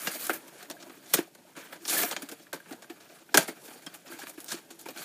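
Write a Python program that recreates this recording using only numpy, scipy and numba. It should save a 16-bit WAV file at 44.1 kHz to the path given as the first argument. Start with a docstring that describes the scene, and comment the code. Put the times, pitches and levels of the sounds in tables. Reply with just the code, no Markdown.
"""Opening a cardboard box on carpet

Hands pry a cardboard box and its thin plastic tray open on a carpet, a metre from a small microphone.
Rubbing and snaps drive resonances of four bodies: the hollow box, its stiff flaps, the tray and its film.
Thumps are short decaying sines; the rubbing and snapping are made of stick-slip clicks.
A small carpeted room answers briefly through eight linked delay lines, over a faint shaped-noise hiss."""
import sys
import numpy as np
from scipy import signal
from scipy.fft import rfft, irfft
from scipy.io import wavfile
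from scipy.ndimage import uniform_filter1d
from numba import njit

SR = 44100
rng = np.random.default_rng(int(sys.argv[2]) if len(sys.argv) > 2 else 0)


def to_wav(sig):
    """Store sig (one row per channel, or 1-D mono) as 16-bit WAV at the path in sys.argv[1].

    Samples outside -1..1 are clipped; the rate is SR.
    """
    pcm = np.clip(np.atleast_2d(sig), -1, 1) * 32767
    pcm = np.round(pcm).astype(np.int16)
    wavfile.write(sys.argv[1], SR, pcm.T)  # frames by channels


N = 222264  # samples, about 5 s

# resonances of the hollow box walls: (frequency [Hz], width [Hz], relative level [dB])
BOX_MODES = [(170.4, 47, -5), (248.7, 38, -1), (330.2, 50.3, 2.5), (460, 63, -2), (570, 117, -2.5),
             (721, 143, -3), (914, 142, -5.5)]
# resonances of the stiff flaps: (frequency [Hz], width [Hz], relative level [dB])
FLAP_MODES = [(1046, 356, -4.5), (1220, 480, 1), (1629, 242, 2.5), (1832, 140, 1), (2060, 385, -2.5),
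              (2413, 330, -0.5), (3220, 920, -8.5)]
# resonances of the plastic tray: (frequency [Hz], width [Hz], relative level [dB])
TRAY_MODES = [(3660, 1300, -1), (4783, 483, 9), (4810, 930, 7), (6682, 294, -1.5), (6752, 87, 8),
              (8350, 2660, -4)]
# resonances of the crinkly film: (frequency [Hz], width [Hz], relative level [dB])
FILM_MODES = [(8930, 400, 1.5), (8700, 520, 9.5), (9670, 6400, 5.5), (13420, 2440, 7.5), (16800, 1650, 5.5)]
# spectrum of room tone and microphone noise: (frequency [Hz], relative level per Hz [dB])
HISS_SPECTRUM = [(64, 5), (157, 1.5), (336, -3), (616, -25), (988, -27), (1630, -27), (2120, -15.5),
                 (13700, -20), (16000, -40)]
# snaps of tray and card: (time [s], tray level [dB], film level [dB], card level [dB],
# burst t60 [s], first tick over the burst [dB])
SNAP_EVENTS = [(0.0707, -31, -38, -28.5, 0.049, 19), (.1144, -50, -36, -70, 0.074, 12),
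               (0.153, -43, -53, -40, 0.065, 5), (0.2677, -47, -24, -39, 0.02, 12.5),
               (0.2942, -61, -39, -27, 0.079, 22), (0.33, -51, -33.5, -42, 0.16, 0),
               (0.4796, -53.5, -47, -54, 0.043, 8), (.6268, -45, -46, -45.5, 0.038, 10),
               (0.6995, -40, -38, -41, 0.052, 16.5), (0.7116, -35, -53, -46, 0.029, 16),
               (0.8, -53.5, -62, -55, 0.15, 5), (0.824, -47, -49, -45, 0.035, 4),
               (0.896, -50.5, -62, -47, 0.055, 12), (1.059, -51, -68, -59, 0.036, 5),
               (1.1325, -34, -44, -34.5, 0.072, 0), (1.1367, -20.5, -12, -26, 0.058, -9),
               (1.181, -63, -48, -33, 0.085, 0), (1.3495, -51, -43, -44.5, 0.026, 6),
               (1.552, -58, -64, -48, 0.035, 2), (1.562, -50.5, -52, -47, 0.19, 3),
               (1.7246, -54, -43.5, -38.5, 0.055, 8), (1.815, -61, -56, -74, .067, 3),
               (1.8526, -37.5, -47, -40.5, 0.036, 12), (1.8775, -36, -46, -47, 0.096, -5),
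               (1.897, -39, -33, -41, 0.062, 15), (2.032, -56, -44, -29.5, 0.036, 17),
               (2.1121, -32, -39, -37, 0.067, 19.5), (2.125, -49, -51, -32.5, 0.038, 11),
               (2.164, -35.5, -49, -32.5, 0.036, 21), (2.2207, -44, -33, -41, 0.047, 10),
               (2.288, -39, -40.5, -42.5, 0.06, 10.5), (2.3147, -49, -40.5, -43.5, 0.076, 15),
               (2.394, -72, -67, -55, 0.07, 0), (2.467, -75, -75, -45.5, 0.023, 11),
               (2.5304, -40.5, -39, -35.5, 0.097, 20), (2.5588, -57, -66, -54, 0.12, 8),
               (2.6, -68, -52, -49, 0.031, 7), (2.658, -73, -73, -48, 0.037, 1),
               (2.7077, -59, -51, -42, 0.075, 0), (2.7236, -42, -46, -42, 0.05, 1),
               (2.8219, -47.5, -51, -46, .047, 14.5), (2.843, -72, -70, -40, 0.011, -3),
               (2.897, -45.5, -51, -41.5, 0.065, 2), (3.003, -52.5, -58, -54, 0.08, 9),
               (3.2897, -76, -75, -49, .03, 10), (3.343, -21, -23, -18.5, 0.074, 12),
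               (3.3732, -17, -14, -17, 0.056, 19.5), (3.478, -44, -37, -37, 0.11, 8),
               (3.677, -49, -66, -48.5, 0.067, 0), (3.705, -65, -69, -49, 0.12, 11),
               (3.822, -61.5, -64, -60, 0.11, 26), (3.864, -39.5, -47, -34.5, 0.037, 13.5),
               (3.94, -58, -44, -51, 0.097, 13), (4.0584, -58, -60, -52.5, 0.18, 0),
               (4.187, -47, -47, -58, 0.1, 0), (4.234, -49, -60, -40.5, 0.031, 17),
               (4.2693, -53, -59, -49, 0.086, 25), (4.295, -52, -37.5, -48, 0.045, 11),
               (4.3755, -60, -58, -47, 0.074, 15), (4.4035, -53, -47, -57, .056, 20),
               (4.4435, -56, -45, -66, 0.03, 23.5), (4.4618, -67, -56, -74, 0.035, 22),
               (4.483, -36.5, -55, -55, 0.064, 4), (4.52, -45, -41, -54, 0.038, 21),
               (4.545, -58, -51, -53, 0.024, 3), (4.704, -42, -46, -52.5, 0.075, 3),
               (4.79, -48, -46.5, -64, 0.11, 8), (4.8133, -66, -48, -67, .03, 19),
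               (4.8565, -62, -47, -41, 0.063, 5), (4.8864, -45.5, -47, -41, 0.063, 14),
               (4.905, -52, -48, -49, 0.056, 12), (4.958, -62, -64, -49, 0.047, 10),
               (4.971, -43, -53, -55, 0.099, 5)]
# knocks on walls (low) and flap edges (high): (time [s], level [dB], pitch [Hz], t60 [s])
KNOCK_EVENTS = [(.0705, -25.5, 2790, 0.047), (.072, -27.5, 1633, 0.042), (.153, -34, 622, .05),
                (0.2959, -12.5, 1377, 0.013), (.299, -27, 315, 0.089), (.709, -35, 655, 0.042),
                (0.768, -44, 1630, .04), (.822, -43, 335, .05), (.897, -38.5, 337, 0.068),
                (0.975, -42, 334, 0.048), (1.138, -27.5, 387, 0.024), (1.146, -23, 440, 0.042),
                (1.182, -32, 330, .04), (1.189, -12, 333, .035), (1.45, -47, 617, 0.041),
                (1.9675, -26, 1740, 0.084), (2.036, -25, 707, .075), (2.113, -32, 796, .04),
                (2.1248, -35, 3110, 0.035), (2.1655, -32.5, 3200, 0.04), (2.167, -34, 780, .04),
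                (2.228, -33, 276, 0.074), (2.318, -36.5, 290, 0.052), (2.4682, -46, 1690, 0.031),
                (2.528, -31.5, 1570, 0.056), (2.53, -37, 706, .05), (2.535, -32.5, 354, 0.074),
                (2.602, -42, 1610, .04), (2.6585, -47, 1610, .04), (2.712, -30, 298, 0.037),
                (2.8424, -46, 1580, .04), (2.901, -31, 336, .064), (3.2914, -45, 1440, .028),
                (3.343, -14.5, 1645, 0.047), (3.344, -15.5, 940, 0.038), (3.346, -16.5, 396, 0.056),
                (3.376, -7, 1580, 0.019), (3.375, -16, 336, 0.045), (3.377, -22, 916, 0.044),
                (3.379, -15.5, 654, .05), (3.482, -31.5, 434, 0.082), (3.4844, -37.5, 2150, 0.089),
                (3.866, -34.5, 3230, 0.04), (3.866, -37, 5270, 0.033), (4.05, -45.5, 545, 0.044),
                (4.1, -40.5, 339, 0.21), (4.123, -36.5, 1614, .036), (4.192, -36.5, 800, 0.046),
                (4.2169, -38, 1665, .05), (4.234, -34, 329, .055), (4.2702, -40, 1694, .034),
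                (4.379, -32, 330, .047), (4.518, -29.5, 1670, 0.032), (4.542, -28.5, 338, 0.057),
                (4.708, -44.5, 334, 0.18), (4.8574, -50, 2420, .022), (4.858, -41, 383, .05),
                (4.862, -33, 900, 0.029), (4.887, -25.5, 502, 0.018)]
# sliding and tearing: (time at full strength [s], hold [s], tray level [dB], film level [dB], card level [dB])
STROKE_EVENTS = [(0, 0.062, -52, -42.5, -48), (0.083, 0.065, -48.5, -44, -49),
                 (.21, 0.057, -44.5, -35.5, -46.5), (0.302, 0.033, -68, -44.5, -49),
                 (0.607, 0.01, -56, -59, -52), (1.106, 0.096, -61, -56, -65), (1.17, 0.019, -46, -45, -45),
                 (1.59, 0.16, -66.5, -62.5, -57.5), (1.884, 0.018, -41.5, -36, -50.5),
                 (1.927, 0.027, -41, -34.5, -39), (1.977, 0.043, -39.5, -30, -36.5),
                 (2.05, 0.038, -47, -40, -45.5), (2.19, .02, -57, -65, -57), (2.404, 0.024, -68, -64, -71),
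                 (2.689, 0.014, -73, -63, -59), (3.07, 0.15, -72, -69, -67.5),
                 (3.396, 0.032, -39.5, -41, -42), (3.641, .12, -71, -57, -91),
                 (3.887, 0.06, -65.5, -77, -62), (4.119, 0.017, -52, -51, -50.5),
                 (4.22, 0.01, -54.5, -52, -47), (4.281, 0.012, -60, -52, -78), (4.39, 0.027, -71, -58, -77),
                 (4.508, 0.017, -42.5, -43, -46), (4.563, 0.025, -61, -67, -58),
                 (4.975, 0.072, -52, -49.5, -52.5)]
# hands resting and shifting on the card, before the shares below: (time [s], level [dB])
TOUCH_LEVEL = [(0, -94), (.45, -58), (.6, -58), (.9, -59.5), (1.1, -61.5), (1.3, -65.5), (1.5, -65),
               (1.7, -66.5), (2.2, -56), (2.4, -61.5), (2.55, -71.5), (2.75, -59.5), (3.0, -63.5),
               (3.3, -64.5), (3.55, -56.5), (3.9, -62), (4.35, -62.5), (4.6, -61), (4.68, -65), (4.9, -59),
               (5.04, -71)]
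# how the touch divides: one level [dB] each for tray, film, flap, box
TOUCH_SHARES_DB = [-6.5, -3.5, -4, 0.5]

HISS_DB = -61  # rms, ahead of the microphone's bass cut
RUMBLE_DB = -92  # rms
# decay of the echo before damping; damping runs from 0 (bright) to 1
ROOM_T60_S, ROOM_DAMP, ROOM_DB = 0.13, 0.46, -18.5
TOP_HZ, BASS_CUT_HZ = 15400, 150
CLIP = .78  # full scale is 1
SOFT_RISE_S, HARD_RISE_S, SOFT_DB, HARD_DB = 0.003, 0.00095, -51, -14  # harder snaps rise faster
BOX_SNAP_DB, BOX_RUB_DB = 2.5, -3.9  # walls against flaps
BOX_EXTRA_RISE_S = 0.00052
ATTACK_DB_PER_S, RELEASE_DB_PER_S = 435, 400  # strokes
WALL_HZ, EDGE_HZ, WALL_RISE_S, EDGE_RISE_S = 500, 1300, 0.0014, .0004  # knocks
CRACK_UNDER_TICK_DB, CRACK_T60_S, TICK_DELAY_S = 11, .0022, .0008


def undb(db):
    """Gain of a level in dB."""
    return 10 ** (np.asarray(db) / 20)


def unit(x):
    """Scaled to rms 1."""
    return x / np.sqrt(np.mean(x ** 2))


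def add(track, s, x):
    """Mixes x into the track from time s."""
    i = int(s * SR)
    track[i:i + len(x)] += x[:N - i]


def walk(rate):
    """Random levels, rate per second, joined by straight slopes; spread a little under 1."""
    k = int(SR / rate)
    held = np.repeat(rng.standard_normal(N // k + 1), k)
    return uniform_filter1d(held, k)[:N]


def ring(x, modes, patchy_db, rate):
    """A body as a sum of resonances; the touched spot wanders, so each is struck unevenly."""
    tick = np.zeros(8192)
    tick[0] = 1
    out, response = 0, 0
    for k, (hz, width, db) in enumerate(modes):
        b, a = signal.iirpeak(hz, hz / width, SR)
        gain = (-1) ** k * undb(db)  # neighbours alternate in sign
        uneven = x * undb(patchy_db * walk(rate))
        out = out + gain * signal.lfilter(b, a, uneven)
        response = response + gain * signal.lfilter(b, a, tick)
    return out / np.sqrt(np.sum(response ** 2))  # a single tick rings with unit energy


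def crackle(rate, spread_db, cap_db=12):
    """Stick-slip clicks at random moments, rate per second, some bigger than the rest."""
    moment, side, size = rng.random((3, N))
    size_db = np.minimum(-spread_db * np.log(1 - size), cap_db)
    return unit((moment < rate / SR) * np.sign(side - .5) * undb(size_db))


def burst(db, t60, rise_s, tail_db, tail_t60):
    """Envelope of one release: a rise, a fast fall, then a weaker after-rattle."""
    t = np.arange(SR // 2) / SR
    fall = undb(-60 * t / t60)
    rattle = undb(tail_db - 60 * t / tail_t60)
    return undb(db) * (1 - np.exp(-t / rise_s)) * (fall + rattle)


def rubbing():
    """Drive of the four bodies as fingers and card slide and tear; the pressure never holds still."""
    t = np.arange(N) / SR
    touch_db = np.interp(t, *np.transpose(TOUCH_LEVEL))
    drive = undb(touch_db) * undb(TOUCH_SHARES_DB)[:, None]
    for s, hold_s, tray_db, film_db, card_db in STROKE_EVENTS:
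        before = np.maximum(s - t, 0)
        after = np.maximum(t - s - hold_s, 0)
        stroke = undb(-ATTACK_DB_PER_S * before - RELEASE_DB_PER_S * after)
        body_gains = undb([tray_db, film_db, card_db, card_db + BOX_RUB_DB])
        drive = drive + body_gains[:, None] * stroke
    grip_db = 2.2 * walk(45)  # shared by all four
    own_db = [1.5 * walk(90), 1.6 * walk(80), 1.8 * walk(90), 2.2 * walk(60)]
    return drive * undb(grip_db + own_db)


def bodies(drive, blows):
    """Slips as strong as the drive, and single blows, ring tray, film, flaps and box."""
    slips = [crackle(6000, spread_db=5.5), crackle(9000, spread_db=4.5),
             crackle(3000, spread_db=6.0), crackle(4000, spread_db=3.23)]
    tray, film, flap, box = drive * slips + blows
    return (ring(tray, TRAY_MODES, patchy_db=2.0, rate=70)
            + ring(film, FILM_MODES, patchy_db=2.0, rate=40)
            + ring(flap, FLAP_MODES, patchy_db=1.12, rate=50)
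            + ring(box, BOX_MODES, patchy_db=2.0, rate=25))


def hiss():
    """Steady room tone and microphone noise: white noise shaped across frequency."""
    hz, db = np.transpose(HISS_SPECTRUM)
    bins_hz = np.fft.rfftfreq(N, 1 / SR)
    colour = undb(np.interp(np.log(bins_hz + 1), np.log(hz), db))
    noise = irfft(rfft(rng.standard_normal(N)) * colour, N)
    return undb(HISS_DB) * unit(noise)


@njit
def walls(x, lags, gain, damp):
    """Room echo: eight delay lines that feed each other, duller on every round."""
    line, soft, out = np.zeros((8, 4096)), np.zeros(8), np.zeros(len(x))
    for i in range(len(x)):
        total = 0.
        for k in range(8):
            returned = gain[k] * line[k, (i - lags[k]) & 4095]
            soft[k] += (1 - damp) * (returned - soft[k])  # the treble is absorbed
            total += soft[k]
        out[i] = total
        for k in range(8):
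            line[k, i & 4095] = x[i] + soft[k] - total / 4  # lossless mixing
    return out


def thumps():
    """A wall or flap is knocked and swings as a dying sine; flap edges start quicker than walls."""
    out, t = np.zeros(N), np.arange(SR // 2) / SR
    for s, db, hz, t60 in KNOCK_EVENTS:
        rise_s = np.interp(hz, [WALL_HZ, EDGE_HZ], [WALL_RISE_S, EDGE_RISE_S])
        swing = np.sin(2 * np.pi * hz * t)
        add(out, s, burst(db, t60, rise_s, tail_db=-29.0, tail_t60=0.21) * swing)
    return out


def snaps():
    """Drive of the four bodies: each snap is a first crack and a dying flurry of slips."""
    tray, film, flap, box = np.zeros((4, N))
    t = np.arange(SR // 2) / SR
    for s, tray_db, film_db, card_db, t60, tick_db in SNAP_EVENTS:
        hardest_db = max(tray_db, film_db, card_db)
        rise_s = np.interp(hardest_db, [SOFT_DB, HARD_DB], [SOFT_RISE_S, HARD_RISE_S])
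        crack = undb(tick_db - CRACK_UNDER_TICK_DB - 60 * t / CRACK_T60_S)
        stiff = burst(0, t60, rise_s, tail_db=-64, tail_t60=0.067) + crack
        add(tray, s, undb(tray_db) * stiff)
        add(film, s, undb(film_db) * stiff)
        add(flap, s, undb(card_db) * stiff)
        # the heavier walls rise later and rattle on longer
        add(box, s, burst(card_db + BOX_SNAP_DB, 0.8 * t60, rise_s + BOX_EXTRA_RISE_S,
                          tail_db=-31.5, tail_t60=0.22))
    return np.array([tray, film, flap, box])


def ticks():
    """One hard impulse into each body just after the start of every snap."""
    out = np.zeros((4, N))
    for s, tray_db, film_db, card_db, _, tick_db in SNAP_EVENTS:
        # the plastic lets go a moment after it starts to give
        i = int((s + TICK_DELAY_S) * SR)
        body_db = np.array([tray_db, film_db + 2.5, card_db - 6.5, card_db - 4.5])
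        out[:, i] = undb(body_db + tick_db)
    return out


def scene():
    """The handled box, its echo in the room and the hiss."""
    near = bodies(snaps() + rubbing(), ticks()) + thumps()
    lags = rng.integers(300, 1500, 8)  # samples
    round_gain = undb(-60 * lags / SR / ROOM_T60_S)
    room = walls(near + 1e-18, lags, round_gain, ROOM_DAMP)
    return (near + undb(ROOM_DB) * room + hiss())[None]


def record(dry):
    """The microphone drops the deep bass, clips high peaks, rumbles faintly and cuts the top."""
    bass_cut = signal.butter(4, BASS_CUT_HZ, "high", fs=SR, output="sos")
    thin = signal.sosfilt(bass_cut, dry)
    low_pass = signal.butter(1, 90, fs=SR, output="sos")
    rumble = undb(RUMBLE_DB) * unit(signal.sosfilt(low_pass, rng.standard_normal(N)))
    top_cut = signal.ellip(12, .2, 85, TOP_HZ, fs=SR, output="sos")
    return signal.sosfilt(top_cut, np.clip(thin, -CLIP, CLIP) + rumble)


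dry = scene()
out = record(dry)
to_wav(out)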